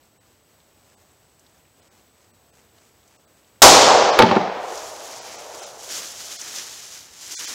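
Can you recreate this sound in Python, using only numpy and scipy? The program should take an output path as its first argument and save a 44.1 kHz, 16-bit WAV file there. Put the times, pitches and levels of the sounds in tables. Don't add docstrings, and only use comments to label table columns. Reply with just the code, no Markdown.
import sys
import numpy as np
from scipy import signal
from scipy.fft import rfft, irfft
from scipy.io import wavfile
from scipy.ndimage import uniform_filter1d

SR = 44100
rng = np.random.default_rng(int(sys.argv[2]) if len(sys.argv) > 2 else 0)


def undo_db(level):
    steps = np.asarray(level, float) / 20
    return 10 ** steps


def file_out(sig):
    cols = np.atleast_2d(sig).T
    lim = np.clip(cols, -1, 1)
    pcm = np.round(lim * 32767).astype(np.int16)
    wavfile.write(sys.argv[1], SR, pcm)


N = 332514
SHOT_S = 3.6194


def evened(x):
    return x / np.sqrt(np.mean(x ** 2) + 1e-20)


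def read(points, hz):
    f, value = np.transpose(points)
    return np.interp(np.log(hz + 1), np.log(f + 1), value)


def curve(rows):
    return np.interp(np.arange(N) / SR, *np.transpose(rows))


def add(mix, s, sound):
    part = mix[round(s * SR):][:len(sound)]
    part += sound[:len(part)]


def coloured(x, points):
    hz = np.fft.rfftfreq(len(x), 1 / SR)
    inside = (hz > 0.7 * points[0][0]) & (hz < 1.2 * points[-1][0])
    return evened(irfft(rfft(x) * undo_db(read(points, hz)) * inside, len(x)))


def grains(per_s, spread_db, count=N):
    size_db = spread_db * np.minimum(rng.exponential(1, count), 4)
    size = undo_db(size_db) * rng.standard_normal(count)
    return size * (rng.random(count) < per_s / SR)


def flutter(depth_db, ms):
    width = int(ms * SR / 1000)
    slow = uniform_filter1d(rng.standard_normal(N), width)
    return undo_db(depth_db * evened(uniform_filter1d(slow, width)))


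def ping(hz, t60, count=1500):
    t = np.arange(count) / SR
    return undo_db(-60 * t / t60) * np.sin(2 * np.pi * hz * t)


def rung(modes, force, spot_db):
    weights = undo_db(spot_db * rng.standard_normal(len(modes))) * rng.choice([-1, 1], len(modes))
    response = np.zeros(8000)
    for weight, (hz, db, t60) in zip(weights, modes):
        response += weight * undo_db(db) * ping(hz, t60, count=8000)
    body = signal.fftconvolve(force, response)
    return body / np.abs(body).max()


def snap(hz, t60, octaves):
    crack = rng.standard_normal(1500) * undo_db(-60 * np.arange(1500) / SR / t60)
    edges = np.clip(hz * 2. ** np.array([-octaves, octaves]), 100, 15000)
    crack = signal.lfilter(*signal.butter(2, edges, "bandpass", fs=SR), crack)
    return crack / np.abs(crack).max()


SWELL_SHAPE = 1.43


def swells(rows):
    s, db, rise, fall = np.array(rows)[:, :4, None].transpose(1, 0, 2)
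    since = np.arange(0, N + 64, 64) / SR - s
    return undo_db(db - 10 * np.abs(since / np.where(since < 0, rise, fall)) ** SWELL_SHAPE)


def together(gains):
    return np.interp(np.arange(N) / 64, np.arange(gains.shape[1]), np.linalg.norm(gains, axis=0))


# (frequency [Hz], density [dB per Hz])
AIR_COLOUR = [(30, -24), (58, -1), (90, 2.5), (160, -3), (600, -4.5), (1700, -13), (4000, -16.5),
              (7600, -17), (8400, -28.5), (11000, -21), (15500, -18), (16500, -25.5)]
# (peak [s], level [dB], rise [s], fall [s])
PUFFS = [(.28, -67, .06, .25), (.61, -69, .03, .08), (.89, -62, .15, 0.37), (1.58, -64.5, 0.26, .04),
         (1.84, -62, .08, 0.11), (2.0, -62, 0.15, .03), (2.24, -61.5, .12, 0.041), (2.56, -58, .05, 0.1),
         (2.85, -58.5, .12, 0.061), (3.15, -60.5, .17, .08), (3.38, -63.5, .06, .06), (3.48, -64, .05, .03)]
AIR_DB, WIND_UP_DB, WIND_UP_S = -58.5, 2.5, 4
BREEZE_DB, BREEZE_SMOOTH_S = -4, 0.1


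def air():
    still = undo_db(AIR_DB) * coloured(rng.standard_normal(N) * flutter(0.86, 37), AIR_COLOUR)
    rise = (undo_db(WIND_UP_DB) - 1) * np.clip(np.arange(N) / SR - WIND_UP_S, 0, 1)
    still = still + rise * signal.lfilter(*signal.butter(1, 400, fs=SR), still)
    puffs = together(swells(PUFFS))
    low = coloured(rng.standard_normal(N), [(120, -2.5), (300, 5.5), (700, 1), (1300, -12)])
    stir = coloured(grains(3000, 1.9), [(800, 3.0), (2000, 1.5), (4000, -3.5), (7000, 1.0), (12000, -15)])
    breeze = undo_db(BREEZE_DB) * uniform_filter1d(puffs, int(BREEZE_SMOOTH_S * SR))
    return still + breeze * low + puffs * stir


BUZZ_PER_S, BUZZ_HZ = 60, 8010


def buzz():
    fields = np.diff(np.floor(np.arange(N + 1) * BUZZ_PER_S / SR + 0.22))
    clicks = fields * (1 + 0.12 * rng.standard_normal(N))
    burst = ping(BUZZ_HZ, 0.15, count=660) * signal.windows.tukey(660, 0.25)
    ring = evened(signal.oaconvolve(clicks, burst)[:N]) * flutter(1.0, 4)
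    tick = coloured(clicks, [(4000, 0), (6000, -7), (7600, -4.0), (8300, -11.5)])
    return undo_db(-68) * ring + undo_db(-75.5) * tick


# (peak [s], crackle [dB], rise [s], fall [s], crunch against crackle [dB])
STEPS = [(4.77, -39, .13, 0.36, -8.5), (5.07, -40.5, 0.091, 0.35, -10), (5.34, -43.5, 0.19, 0.18, -3),
         (5.63, -38.5, 0.11, 0.093, -11), (5.84, -41, 0.066, 0.073, -13), (5.91, -32, 0.023, .05, -13),
         (5.96, -31, 0.076, 0.15, -8.5), (6.32, -35.5, 0.3, 0.14, -11.5), (6.44, -39.5, 0.093, 0.17, -6),
         (6.585, -32.5, 0.096, .07, -8.5), (6.7, -38, 0.15, 0.26, -10.5), (6.96, -41.5, 0.14, .07, -10.5),
         (7.24, -40, 0.073, 0.11, -10.5), (7.37, -33, 0.11, 0.14, -10.5), (7.5, -32, 0.15, 0.12, -9)]
# (frequency [Hz], density [dB per Hz])
CRACKLE_COLOUR = [(1760, -42), (3000, -7), (4290, -6.5), (6250, -0.5), (7290, -3), (8380, -10.5),
                  (10900, -13.5), (15200, -20.5), (16000, -23)]
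# (frequency [Hz], density [dB per Hz])
CRUNCH_COLOUR = [(150, -14.5), (300, -5.5), (700, -7), (1500, -2), (2500, -2.5), (3500, -7), (5000, -4)]
# (time [s], level [dB], pitch [Hz])
SNAPS = [(4.776, -11, 5950), (5.6343, -17.5, 6460), (5.832, -20.5, 7550), (5.8709, -21, 6700),
         (5.9054, -24, 5670), (6.4137, -9, 6230), (6.52, -18, 6160), (6.584, -9, 5460), (6.728, -18, 6230),
         (6.893, -33, 5910), (7.0203, -40, 6320)]
# (time [s], level [dB], pitch [Hz])
TICKS = [(0.0533, -46, 6960), (0.2329, -51, 1970), (0.602, -46, 3570), (1.395, -38, 6860),
         (1.4641, -43, 4300), (1.4945, -49, 6440), (1.8193, -41, 4000), (1.9939, -48, 3530),
         (2.7826, -45, 3490), (2.832, -47, 7030), (3.0769, -44, 6380), (3.4446, -47, 3710)]
LITTER_DB = -48
FAINT_TICKS, FAINT_DB = 18, -53


def leaves():
    settling = undo_db(LITTER_DB) * np.clip((np.arange(N) / SR - 4.6) / 0.085, 0, 1)
    crackle = coloured(grains(12000, 0.9) * flutter(0.91, 15), CRACKLE_COLOUR)
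    crunch = coloured(grains(8000, 0.8) * flutter(0.93, 25), CRUNCH_COLOUR)
    feet = swells(STEPS)
    weight = undo_db(np.array(STEPS)[:, 4:] + 4.0)
    crackle_gain = np.hypot(undo_db(0.5) * together(feet), settling)
    crunch_gain = np.hypot(together(weight * feet), undo_db(-5) * settling)
    out = crackle_gain * crackle + crunch_gain * crunch
    for s, db, hz in SNAPS:
        add(out, s, undo_db(db - 10.5) * snap(hz, 0.021, octaves=0.22))
    ticks = list(TICKS)
    for s, size_db, octaves_up in rng.random((FAINT_TICKS, 3)) * [SHOT_S, 6, 2.3]:
        ticks.append((s, FAINT_DB + 5.5 - size_db, 1500 * 2 ** octaves_up))
    for s, db, hz in ticks:
        add(out, s, undo_db(db - 4.5) * snap(hz, 0.03, octaves=0.32))
    return out


# (time [s], blow [dB], slap [dB], table-top thud [dB], spread [s])
FALLS = [(4.1898, 2, 7, -14, 0.0025), (4.194, -5, -3, -10, 0.0031), (4.2, 5, -6.5, -11, 0.0088),
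         (4.207, -7, -11, -14, 0.0054), (4.219, -1, -5, -16, 0.0043), (4.223, -3, 3, -7, 0.0029),
         (4.232, -4.5, -7, -7.5, 0.0063), (4.262, -29, -16, -12, 0.013), (4.288, -24, -15, -16, 0.013),
         (4.3127, -5.5, -9.5, -11.5, 0.0045), (4.322, -6.5, -22, -15, 0.01), (4.354, -17, -17, -30, 0.0047),
         (4.362, -7, -18, -6, 0.0042), (4.368, -3.5, -18, -25, .002), (4.411, -27, -23, -18.5, 0.011)]
# (frequency [Hz], level [dB], t60 [s])
BOARD_MODES = [(490, 1.5, 0.026), (616, -4.5, 0.055), (794, 0.5, 0.053), (896, 3, 0.068), (936, -9, 0.046),
               (997, -2.5, 0.034), (1100, -0.5, 0.021), (1212, -2, 0.03), (1404, 3, 0.016),
               (1790, -8.5, 0.043), (2180, -12, 0.036)]
# (frequency [Hz], level [dB], t60 [s])
TOP_MODES = [(128, -14.5, 0.16), (157.3, -5, 0.093), (184.6, -8, 0.19), (227.6, 3.5, 0.09),
             (305, -2.5, 0.064), (384, 0.5, 0.11), (440, -8, 0.053)]


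def boards():
    out, t = np.zeros(N), np.arange(3000) / SR
    slap_band = signal.butter(3, [1200, 4300], "bandpass", fs=SR)
    for s, blow_db, slap_db, thud_db, spread in FALLS:
        rattle = rng.standard_normal(len(t)) * np.exp(-t / spread) * np.minimum(t / (0.23 * spread), 1)
        knock = rattle + 2.19 * np.exp(-t / 0.00016)
        add(out, s, undo_db(blow_db) * rung(BOARD_MODES, knock, 3.6))
        add(out, s, undo_db(thud_db) * rung(TOP_MODES, np.exp(-t / 0.00028), 0.93))
        slap = signal.lfilter(*slap_band, knock)
        add(out, s, undo_db(slap_db) * slap / np.abs(slap).max())
    add(out, FALLS[0][0], undo_db(-8) * snap(10000, 0.009, octaves=0.7))
    add(out, FALLS[1][0], undo_db(-22) * snap(11000, 0.012, octaves=0.6))
    out = signal.sosfilt(signal.butter(5, 100, "highpass", fs=SR, output="sos"), out)
    tail = rng.standard_normal(SR // 2) * undo_db(-60 * np.arange(SR // 2) / SR / 0.49)
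    tail = signal.lfilter(*signal.butter(1, 5000, fs=SR), tail)
    return out + undo_db(-16.0) * signal.fftconvolve(out, tail / np.linalg.norm(tail))[:N]


# (frequency [Hz], density at the shot [dB per Hz])
NEAR_COLOUR = [(30, -41), (100, -26.5), (250, -7), (700, -1), (1500, -7.5), (2500, -5.5), (5000, 0),
               (7000, -1.5), (9000, -10), (16000, -26.5)]
# (frequency [Hz], t60 [s])
NEAR_T60 = [(50, .4), (150, 1.1), (700, 3.4), (2000, 2.12), (4000, 1.52), (6500, 1.16), (9000, 0.71),
            (12000, 0.62), (15500, .6)]
NEAR_DB = -3.5


def near_trunks():
    echoes = coloured(rng.standard_normal(3 * SR), NEAR_COLOUR)
    hz, t, z = signal.stft(echoes, SR, nperseg=256)
    decay = undo_db(-60 * t / read(NEAR_T60, hz)[:, None])
    echoes = signal.istft(z * decay, SR, nperseg=256)[1]
    t = np.arange(len(echoes)) / SR
    first_db = 14 * np.exp(-t / 0.025)
    return undo_db(NEAR_DB + first_db) * echoes * np.minimum(t / 0.0015, 1)


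# (time [s], level [dB])
ROLL = [(3.64, -6.5), (3.75, -10), (4.04, -12.5), (4.12, -17), (4.46, -24), (4.8, -38.5), (5.25, -45),
        (5.55, -37.5), (5.92, -47)]
# (frequency [Hz], density [dB per Hz])
EARLY_COLOUR = [(120, -42), (200, -13.5), (385, -5), (420, -8), (454, -0.5), (594, -2.5), (771, 1),
                (1140, -2.5), (1260, -4.5), (2000, -21.5), (2600, -57), (4400, -120)]
# (frequency [Hz], density [dB per Hz])
ROLL_COLOUR = [(150, -26.5), (280, -15.5), (400, -2.5), (550, 3), (800, 1), (1000, -4.5), (1300, -9),
               (2200, -19), (3000, -25)]
ROLL_END_DB_PER_S = 12.5
CLUMPS_DB, CLUMPS_AT_S, CLUMPS_FOR_S = 2, 1.0, 0.29


def far_roll():
    t = np.arange(N) / SR
    since = t - SHOT_S
    early_db = 12 * np.exp(-(since / 0.055) ** 2)
    roll_db = curve(ROLL) + early_db - ROLL_END_DB_PER_S * np.maximum(t - ROLL[-1][0], 0)
    trunks = grains(6000, 0.93)
    far = np.clip(since / 0.59, 0, 1)
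    roll = (1 - far) * coloured(trunks, EARLY_COLOUR) + far * coloured(trunks, ROLL_COLOUR)
    roll = evened(roll * flutter(1.0, 7.6))
    roll = roll * flutter(CLUMPS_DB, 13) ** np.exp(-((since - CLUMPS_AT_S) / CLUMPS_FOR_S) ** 2)
    thump = coloured(rng.standard_normal(N), [(60, -12), (150, -4.5), (300, 0.5), (450, 0.5)])
    thump = undo_db(-13.5 - 60 * np.abs(since) / 1.14) * np.clip(since / 0.041, 0, 1) * thump
    arrival = np.clip((since - 0.009) / 0.0055, 0, 1)
    return arrival * (undo_db(roll_db) * roll + thump)


def shot():
    u = np.arange(400) / SR / 0.00044
    blast = (1 - u) * np.exp(-u)
    out = far_roll()
    add(out, SHOT_S, undo_db(6) * blast)
    add(out, SHOT_S, near_trunks())
    add(out, SHOT_S, undo_db(-16.5) * ping(26, 0.27, count=12000))
    return out


def scene():
    return (air() + buzz() + leaves() + boards() + shot())[None]


# (time [s], kept from [Hz], kept up to [Hz])
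STARVED = [(.193, 0, 900), (.9607, 0, 1200), (1.8141, 0, 5500), (1.8997, 0, 3000), (2.3249, 0, 2800),
           (2.5179, 0, 900), (3.1797, 0, 1200), (3.2639, 0, 2000), (4.1186, 0, 6000), (5.2056, 0, 7000),
           (5.3754, 0, 8000), (5.6105, 300, 8000), (5.6541, 0, 8000), (6.3797, 3000, 9500),
           (7.358, 3000, 8000), (7.379, 3000, 8000), (7.4667, 1000, 8000)]


def starved(x):
    size = 1882
    window = np.sin(np.pi * np.arange(size) / size)
    hz = np.fft.rfftfreq(size, 1 / SR)
    out = x.copy()
    for s, low_hz, high_hz in STARVED:
        start = round(s * SR) - size // 2
        stray = np.repeat(rng.random(120) < 0.17, 8)[:len(hz)] & (hz < 11000) & (hz > 500)
        stray = stray | (abs(hz - BUZZ_HZ) < 120)
        thinned = np.repeat(rng.random(120) < 0.25, 8)[:len(hz)] & (hz > 900)
        strong = (hz > low_hz) & (hz < high_hz)
        lost = np.where(strong, thinned, ~stray) & (hz < 15200)
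        out[start:start + size] -= window * irfft(rfft(window * x[start:start + size]) * lost, size)
    return out


def low_pass(x):
    return signal.sosfilt(signal.butter(12, 16100, fs=SR, output="sos"), x)


def record(dry):
    dry = signal.sosfilt(signal.butter(2, 22, "highpass", fs=SR, output="sos"), dry)
    clipped = dry / (1 + np.abs(dry) ** 12) ** (1 / 12)
    ceiling = 0.87 + 0.05 * np.exp(-np.abs(np.arange(N) / SR - SHOT_S) / 0.1)
    lowpass = signal.firwin(511, 15900, window=("kaiser", 9), fs=SR)
    smooth = signal.oaconvolve((ceiling * clipped)[0], lowpass, "same")
    return low_pass(starved(smooth)[None])


dry = scene()
out = record(dry)
file_out(out)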